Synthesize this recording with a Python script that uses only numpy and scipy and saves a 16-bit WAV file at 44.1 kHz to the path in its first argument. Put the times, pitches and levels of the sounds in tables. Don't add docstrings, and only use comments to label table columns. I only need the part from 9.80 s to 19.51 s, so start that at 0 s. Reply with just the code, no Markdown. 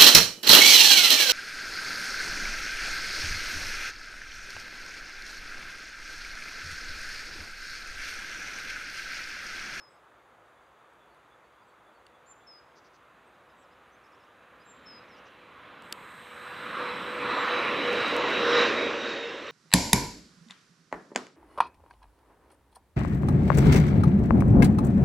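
import sys
import numpy as np
from scipy import signal
from scipy.fft import rfft, irfft, next_fast_len
from scipy.io import wavfile
from scipy.ndimage import uniform_filter1d, map_coordinates

SR = 44100
rng = np.random.default_rng(int(sys.argv[2]) if len(sys.argv) > 2 else 0)


def gain_from_db(level_db):
    decades = np.asarray(level_db, float) / 20
    return 10 ** decades


def store_wav(level_fs):
    pcm = np.round(np.clip(np.atleast_2d(level_fs), -1, 1) * 32767)
    wavfile.write(sys.argv[1], SR, pcm.T.astype(np.int16))


N = 428211
STEP = 64

# [t/s, level/dB]
NEARNESS = [(0, -78), (2, -74.5), (3.5, -68.5), (4.6, -65.5), (5.2, -58.5), (5.8, -60), (6.3, -54.5),
            (6.75, -48), (7.0, -42), (7.25, -42.5), (7.6, -35.5), (8.0, -35), (8.5, -32.5), (9.0, -35.5),
            (9.4, -40.5), (9.71, -46)]
LOUD_DB, TURN_S = -35, 7.4
# [t/s, half length/s, level/dB]
GUSTS = [(5.9, 0.27, 4), (6.75, .15, 2), (7.05, .1, 2), (7.5, .06, 1.5), (7.74, 0.093, 2.5),
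         (7.96, 0.042, -0.5), (8.22, 0.053, 1), (8.8, 0.12, 8.5), (9.29, 0.057, 2.5), (9.7, 0.037, 4)]
# [f/Hz, level/dB per Hz]
EXHAUST = [(30, -39), (150, -18), (280, -7), (420, -6.5), (560, -5), (720, -14), (880, -14), (1050, -8.5),
           (1500, -10), (2600, -11), (3300, -17), (3950, -16), (4500, -25), (5850, -26.5), (6200, -32),
           (7600, -39), (9500, -62), (16000, -120)]
RANGE_EDGES = (220, 800, 1650, 4250)
# [level when loud/dB, growth/dB per dB nearness, share of gusts, drift after the turn/dB per s]
RANGES = [
    (-46.5, .9, .3, -3),
    (-37, 1.09, .3, 2.5),
    (-32, 1.04, .85, -2.5),
    (-35, 1.08, 0.91, -0.44),
    (-57.5, 1.22, 0.93, 5),
]
# [t/s, half length/s, loss/dB]
RUMBLE_FADES = [
    (7.3, .05, 3),
    (7.75, .22, 4),
    (9.62, .07, 7),
]
# [t/s, half length/s, loss/dB]
GROUND_FADES = [(6.55, .2, 3), (6.9, .06, 2), (7.87, .03, 3), (8.29, .03, 5), (8.65, .2, 3), (9.12, .05, 2),
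                (9.72, .06, 5)]
# [t/s, f/Hz]
FAN_HZ = [(0, 494), (5.5, 494), (7, 492), (7.5, 490), (8, 484.5), (8.5, 480), (8.8, 477.5), (9, 475),
          (9.5, 466.5), (9.71, 464)]
# [multiple of the hum, level/dB]
SIDE_TONES = [
    (4, -2.5),
    (8.6, -16.5),
    (12.05, -29.5),
]
# [t/s, half length/s, loss/dB]
HUM_FADES = [(6.767, .05, 10), (7.07, 0.021, 2), (7.25, 0.026, 6), (7.575, .03, 16), (7.923, 0.1, 10),
             (8.269, .05, 27), (8.51, 0.074, 18), (8.9, 0.04, 17), (9.009, 0.02, 17), (9.228, 0.043, 9),
             (9.333, 0.044, 6), (9.64, 0.057, 21)]
# [t/s, half length/s, loss/dB]
WHINE_FADES = [(6.9, 0.07, 18), (7.4, 0.047, 13), (7.65, .03, 6), (7.91, 0.075, 7.7), (8.14, 0.045, 5.9),
               (8.24, 0.013, 16), (8.46, 0.078, 12), (8.68, 0.067, 9), (8.91, 0.056, 10), (9.14, 0.042, 20),
               (9.6, 0.094, 4.7)]

# [share of length, pitch ratio, level/dB]
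LOW_NOTE = [(0, 1.05, -11), (.1, 1.045, 0), (.5, 1.0, -2), (.92, .997, -4.5), (1, .99, -22)]
# [share of length, pitch ratio, level/dB]
HIGH_NOTE = [(0, .97, -16), (.3, 1.012, -9), (.8, 1.0, 1.5), (1, .98, -20)]
# [t/s, length/s, f/Hz, level/dB]
LOW_AT = [
    (-.02, .12, 5090, -60),
    (2.665, 0.14, 5030, -55),
    (5.055, 0.15, 5040, -53),
    (7.736, 0.12, 5110, -62),
]
# [t/s, length/s, f/Hz, level/dB]
HIGH_AT = [
    (2.46, 0.08, 7220, -55.5),
    (4.85, 0.084, 7360, -58),
    (7.52, 0.14, 7440, -59),
]
SEE_HZ, SAW_HZ, SEE_S, SAW_S, DROOP = 3470, 4470, 0.061, .052, .013
# [t/s, level/dB]
SEE = [(.76, -84), (1.197, -79), (1.5, -77), (1.77, -81), (2.045, -79.5), (2.325, -77), (2.597, -79.5)]
# [t/s, level/dB]
SAW = [(1.06, -91.5), (1.3, -83), (1.632, -84), (1.88, -84), (2.145, -80), (2.445, -85)]
DIP_TOP_HZ, DIP_LOW_HZ = 5850, 4780
# [t/s, length/s, level/dB]
DIPS = [
    (4.236, .037, -75),
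    (4.318, .042, -78),
    (4.393, .058, -78),
]
# [start t/s, end t/s, start f/Hz, end f/Hz, level/dB]
WHISTLES = [
    (.83, .9, 4750, 4740, -89),
    (1.805, 1.858, 4750, 4820, -86),
    (3.54, 3.565, 5500, 4770, -85.5),
    (3.69, 3.725, 5300, 4900, -81),
    (3.825, 3.86, 6000, 4800, -82),
    (3.905, 3.945, 4700, 5400, -81),
    (4.115, 4.165, 5900, 6400, -78),
    (4.797, 4.84, 4800, 5100, -74),
    (5.285, 5.3, 6300, 5440, -75),
    (5.3, 5.36, 5560, 4800, -70),
]
# [start t/s, end t/s, centre f/Hz, width/Hz, level/dB]
BUZZES = [
    (.085, .16, 8000, 700, -77),
    (1.87, 1.9, 7700, 200, -80),
    (2.955, 3.0, 5200, 1800, -66),
    (3.04, 3.085, 5200, 1800, -69),
    (3.13, 3.17, 5400, 2200, -71),
    (3.455, 3.5, 8300, 400, -79),
    (3.77, 3.85, 7800, 500, -76),
    (5.36, 5.4, 5200, 1600, -69),
    (5.45, 5.49, 5400, 1800, -70),
]

# [start t/s, end t/s, level/dB]
ZOOM = [
    (6.02, 8.4, -70),
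    (8.47, 8.74, -73),
    (8.74, 9.8, -89),
]
# [f/Hz, level/dB per Hz]
GEARS = [(5000, -40), (6500, -12), (7500, -7), (8000, -1), (8550, 0), (8800, -12), (9200, -11),
         (10000, -10), (10400, -17), (11300, -17), (11800, -9), (13000, -12), (13500, -18), (15600, -23)]
# [t/s, peak level/dB, brightness/dB]
CLICKS = [(1.135, -72, 2), (1.346, -72, 2), (2.266, -52, -8), (6.022, -60, 3), (6.125, -30, 0),
          (7.027, -64, 3), (8.13, -50, 3), (8.283, -54, 3), (8.365, -43, 3), (8.504, -54, 3),
          (9.02, -62, 3)]
# [f/Hz, level/dB, t60/s]
PLASTIC = [(1800, 3, .009), (2800, 4, .009), (3600, 1, .008), (4500, 5, .007), (7700, 2, .005),
           (9400, 0, .0045), (12800, -12, .004)]
# [f/Hz, level/dB]
INNER_TONES = [
    (59, -82),
    (555, -84),
    (9749, -95),
    (12480, -102),
]

# [f/Hz, level/dB per Hz]
DRONE = [(65, -40), (110, -3.5), (187, -11.5), (339, -1), (422, -1), (576, 1), (851, 0.5), (1260, 2),
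         (2970, -15.5), (3640, -15), (4600, -30), (5980, -53), (10100, -120)]
# [t/s, half length/s, loss/dB]
GROWL_FADES = [
    (7.0, .18, 10),
    (7.8, .3, 9),
    (9.4, .25, 8),
]
# [f/Hz, level/dB per Hz]
HISS = [(2820, -30), (4800, 0), (5090, -10), (6520, -2), (8180, -7), (9570, -8), (15600, -14)]
# [f/Hz, left-right level/dB]
LEAN = [(100, 0), (300, -.7), (600, -1.3), (1200, -1.7), (2500, -2), (5000, -1.3), (12000, -.5)]
# [f/Hz, left-right likeness]
ALIKE = [(30, .997), (100, .9993), (180, .998), (500, .98), (3000, .98), (9000, .95), (12000, .995)]


def jet():
    direct_and_diffuse = roar() + fan() * [[1], [.4]]
    both = ports(direct_and_diffuse)
    return filtered(both, lambda hz: gain_from_db(along(LEAN, hz) * [[.5], [-.5]]))


def roar():
    def response(hz):
        lowpasses = [1 / (1 + (hz / edge) ** 8) for edge in RANGE_EDGES]
        shares = np.diff([0 * hz] + lowpasses + [1 + 0 * hz], axis=0)
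        return (gain_from_db(along(EXHAUST, hz)) * shares)[:, None]

    bands = filtered(patchy(1.64), response)
    fades = [RUMBLE_FADES, GROUND_FADES, (), (), ()]
    return sum(layer(*law, lost) * band / np.std(band[0]) for law, lost, band in zip(RANGES, fades, bands))


def fan():
    hz = np.interp(np.arange(N) / SR, *np.transpose(FAN_HZ))
    far_hum = gain_from_db(-79.5)
    hum_gain = layer(-35.5, grows=1.4, gusty=.5, after_turn=2.4, fades=HUM_FADES) + far_hum
    hum = hum_gain * tone(hz, flicker=0.36, rate=18)
    blade_hz = hz * 8.025
    twin = tone(blade_hz, flicker=0.55, rate=46) + 1.36 * tone(blade_hz, flicker=1.94, rate=190)
    sides = sum(gain_from_db(level) * tone(hz * k, flicker=0.36, rate=20) for k, level in SIDE_TONES)
    whine_gain = layer(-43, grows=1.5, gusty=.8, after_turn=2, fades=WHINE_FADES)
    return hum + whine_gain * gain_from_db(-4.5) * (twin + sides)


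def birds():
    song = clear_notes() + far_whistles() + hoarse_trills()
    t = np.arange(SR // 2) / SR
    t60 = .5
    tail = rng.standard_normal((2, len(t))) * gain_from_db(-60 * t / t60)
    tail /= np.linalg.norm(tail[0])
    echo = signal.fftconvolve(song[None], tail, axes=1)[:, :N] * gain_from_db(-12)
    return ports(np.array([song + echo[0], song + 3 * echo[1]])) * gain_from_db([[-.8], [.8]])


def clear_notes():
    song = np.zeros(N)
    for shape, notes in ((LOW_NOTE, LOW_AT), (HIGH_NOTE, HIGH_AT)):
        share, ratio, rel_db = np.transpose(shape)
        for s, length, pitch, level in notes:
            first = max(round((s - .01) * SR), 0)
            u = ((first + np.arange(SR // 5)) / SR - s) / length
            phase = 2 * np.pi * np.cumsum(pitch * np.interp(u, share, ratio)) / SR
            strength = gate(u, 0, 1, .1) * gain_from_db(level + 4 + np.interp(u, share, rel_db))
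            song[first:][:len(u)] += strength * np.sin(phase)
    return song


def far_whistles():
    song = np.zeros(N)
    for t0, t1, hz0, hz1, db in whistle_list():
        t = np.linspace(0, 1, round((t1 - t0) * SR))
        phase = 2 * np.pi * np.cumsum(hz0 + (hz1 - hz0) * t) / SR
        arch = np.abs(np.sin(np.pi * t)) ** .5
        song[round(t0 * SR):][:len(t)] += gain_from_db(db + 6.5) * arch * np.sin(phase)
    return song


def whistle_list():
    rows = [(s, s + SEE_S, SEE_HZ, SEE_HZ * (1 - DROOP), db) for s, db in SEE]
    rows += [(s, s + SAW_S, SAW_HZ, SAW_HZ * (1 - DROOP), db) for s, db in SAW]
    for s, length, db in DIPS:
        middle = s + length / 2
        rows.append((s, middle, DIP_TOP_HZ, DIP_LOW_HZ, db))
        rows.append((middle, s + length, DIP_LOW_HZ, DIP_TOP_HZ, db))
    return rows + list(WHISTLES)


def hoarse_trills():
    song = np.zeros(N)
    for t0, t1, hz, width, db in BUZZES:
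        t = np.arange(round((t1 - t0) * SR)) / SR
        band = signal.butter(3, [hz - width / 2, hz + width / 2], "bandpass", fs=SR, output="sos")
        rough = unit(signal.sosfilt(band, rng.standard_normal(6000))[-len(t):])
        trill = 1 + 0.35 * np.sin(2 * np.pi * 170 * t)
        arch = np.abs(np.sin(np.pi * t / t[-1])) ** 0.4
        song[round(t0 * SR):][:len(t)] += gain_from_db(db) * arch * trill * rough
    return song


def camera():
    inner = sum(gain_from_db(db) * tone(hz, flicker=1.5, rate=25) for hz, db in INNER_TONES)
    return zoom_motor() + inner + rocker_clicks()


def zoom_motor():
    gears = unit(ports(patchy(1.5), GEARS))
    t = np.arange(N) / SR
    since = np.abs(t - ZOOM[0][0])
    runs = sum(gain_from_db(db) * gate(t, t0, t1, .04) for t0, t1, db in ZOOM)
    spin_up_db, spin_up_s = 8, 0.28
    return runs * gain_from_db(5.5 - spin_up_db * np.exp(-since / spin_up_s)) * gears


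def rocker_clicks():
    t, clicks = np.arange(1200) / SR, np.zeros(N)
    for s, db, bright_db in CLICKS:
        luck = rng.standard_normal((len(PLASTIC), 2))
        decay = gain_from_db(bright_db - 60 * t / .008)
        snap = 1.1 * rng.standard_normal(len(t)) * decay * (1 - np.exp(-t / .0005))
        for (hz, level, t60), (luck_db, phase) in zip(PLASTIC, luck):
            swell = (1 - np.exp(-t * hz / 4)) ** 2
            ring = gain_from_db(level + luck_db + bright_db * (hz > 6000) - 60 * t / t60)
            snap += swell * ring * np.sin(2 * np.pi * hz * t + phase)
        clicks[round(s * SR):][:len(t)] += gain_from_db(db + 9.5) * snap
    return signal.lfilter(*signal.butter(2, 11000, fs=SR), clicks)


def airfield():
    drone = ports(patchy(0.48), DRONE)
    growl = filtered(rng.standard_normal(N), lambda hz: (hz / 60) ** 4 / (1 + (hz / 60) ** 4.82))
    growl_gain = layer(-57.5, grows=.5, gusty=.3, after_turn=.3, fades=GROWL_FADES)
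    return gain_from_db(-59.5) * unit(drone) + growl_gain * unit(growl)


def amplifier_hiss():
    hiss = filtered(rng.standard_normal(N), lambda hz: gain_from_db(along(HISS, hz)))
    return gain_from_db(-80) * unit(hiss)


def layer(db, grows, gusty, after_turn, fades=()):
    t = np.arange(0, N, STEP) / SR
    near_db = np.interp(t, *np.transpose(NEARNESS)) - LOUD_DB
    turn_db = after_turn * np.clip(t - TURN_S, 0, None)
    return fine(gain_from_db(db + grows * near_db + gusty * bumps(GUSTS) + turn_db - bumps(fades)))


def bumps(rows):
    t = np.arange(0, N, STEP) / SR
    return sum(db * np.exp(-((t - s) / half) ** 2) for s, half, db in rows)


def fine(control):
    return np.interp(np.arange(N), np.arange(len(control)) * STEP, control)


def wobble(rate):
    knots = rng.standard_normal(int(N * 200 / SR) + 4)
    place = np.arange(0, N, STEP) * min(rate, 199) / SR
    return fine(map_coordinates(knots, [place], order=2))


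def tone(hz, flicker, rate):
    phase = 2 * np.pi * np.cumsum(hz * np.ones(N)) / SR
    return unit((1 + flicker * wobble(rate)) * np.cos(phase) - flicker * wobble(rate) * np.sin(phase))


def patchy(depth_db):
    z = signal.stft(rng.standard_normal((2, N)), nperseg=512)[2]
    field = uniform_filter1d(rng.standard_normal(z.shape[1:]), size=5, axis=0)
    field = uniform_filter1d(field, size=30, axis=1)
    return signal.istft(z * gain_from_db(depth_db * unit(field)), nperseg=512)[1][:, :N]


def ports(pair, colour=()):
    def response(hz):
        turn = np.arccos(np.clip(along(ALIKE, hz), 0, 1)) / 2
        gain = gain_from_db(along(colour, hz)) if len(colour) else 1
        return gain * np.array([np.cos(turn), np.sin(turn)])

    mid, side = filtered(pair, response)
    return np.array([mid + side, mid - side])


def filtered(x, response):
    m = next_fast_len(N + 8192)
    return irfft(rfft(x, m) * response(np.fft.rfftfreq(m, 1 / SR)), m)[..., :N]


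def along(points, hz):
    f, v = np.transpose(points)
    return np.interp(np.log(hz + 1), np.log(f + 1), v)


def gate(t, t0, t1, edge):
    return np.clip(np.minimum(t - t0, t1 - t) / edge + .5, 0, 1) ** 2


def unit(x):
    return x / np.sqrt(np.mean(x ** 2) + 1e-20)


def scene():
    return jet() + birds() + camera() + airfield() + amplifier_hiss()


def roll_off(x):
    return signal.sosfilt(signal.butter(12, 16470, fs=SR, output="sos"), x)


def record(dry):
    mix = filtered(dry, lambda hz: 1 / (1 + (hz / 15750) ** 400))
    return roll_off(mix)


dry = scene()
out = record(dry)
store_wav(out)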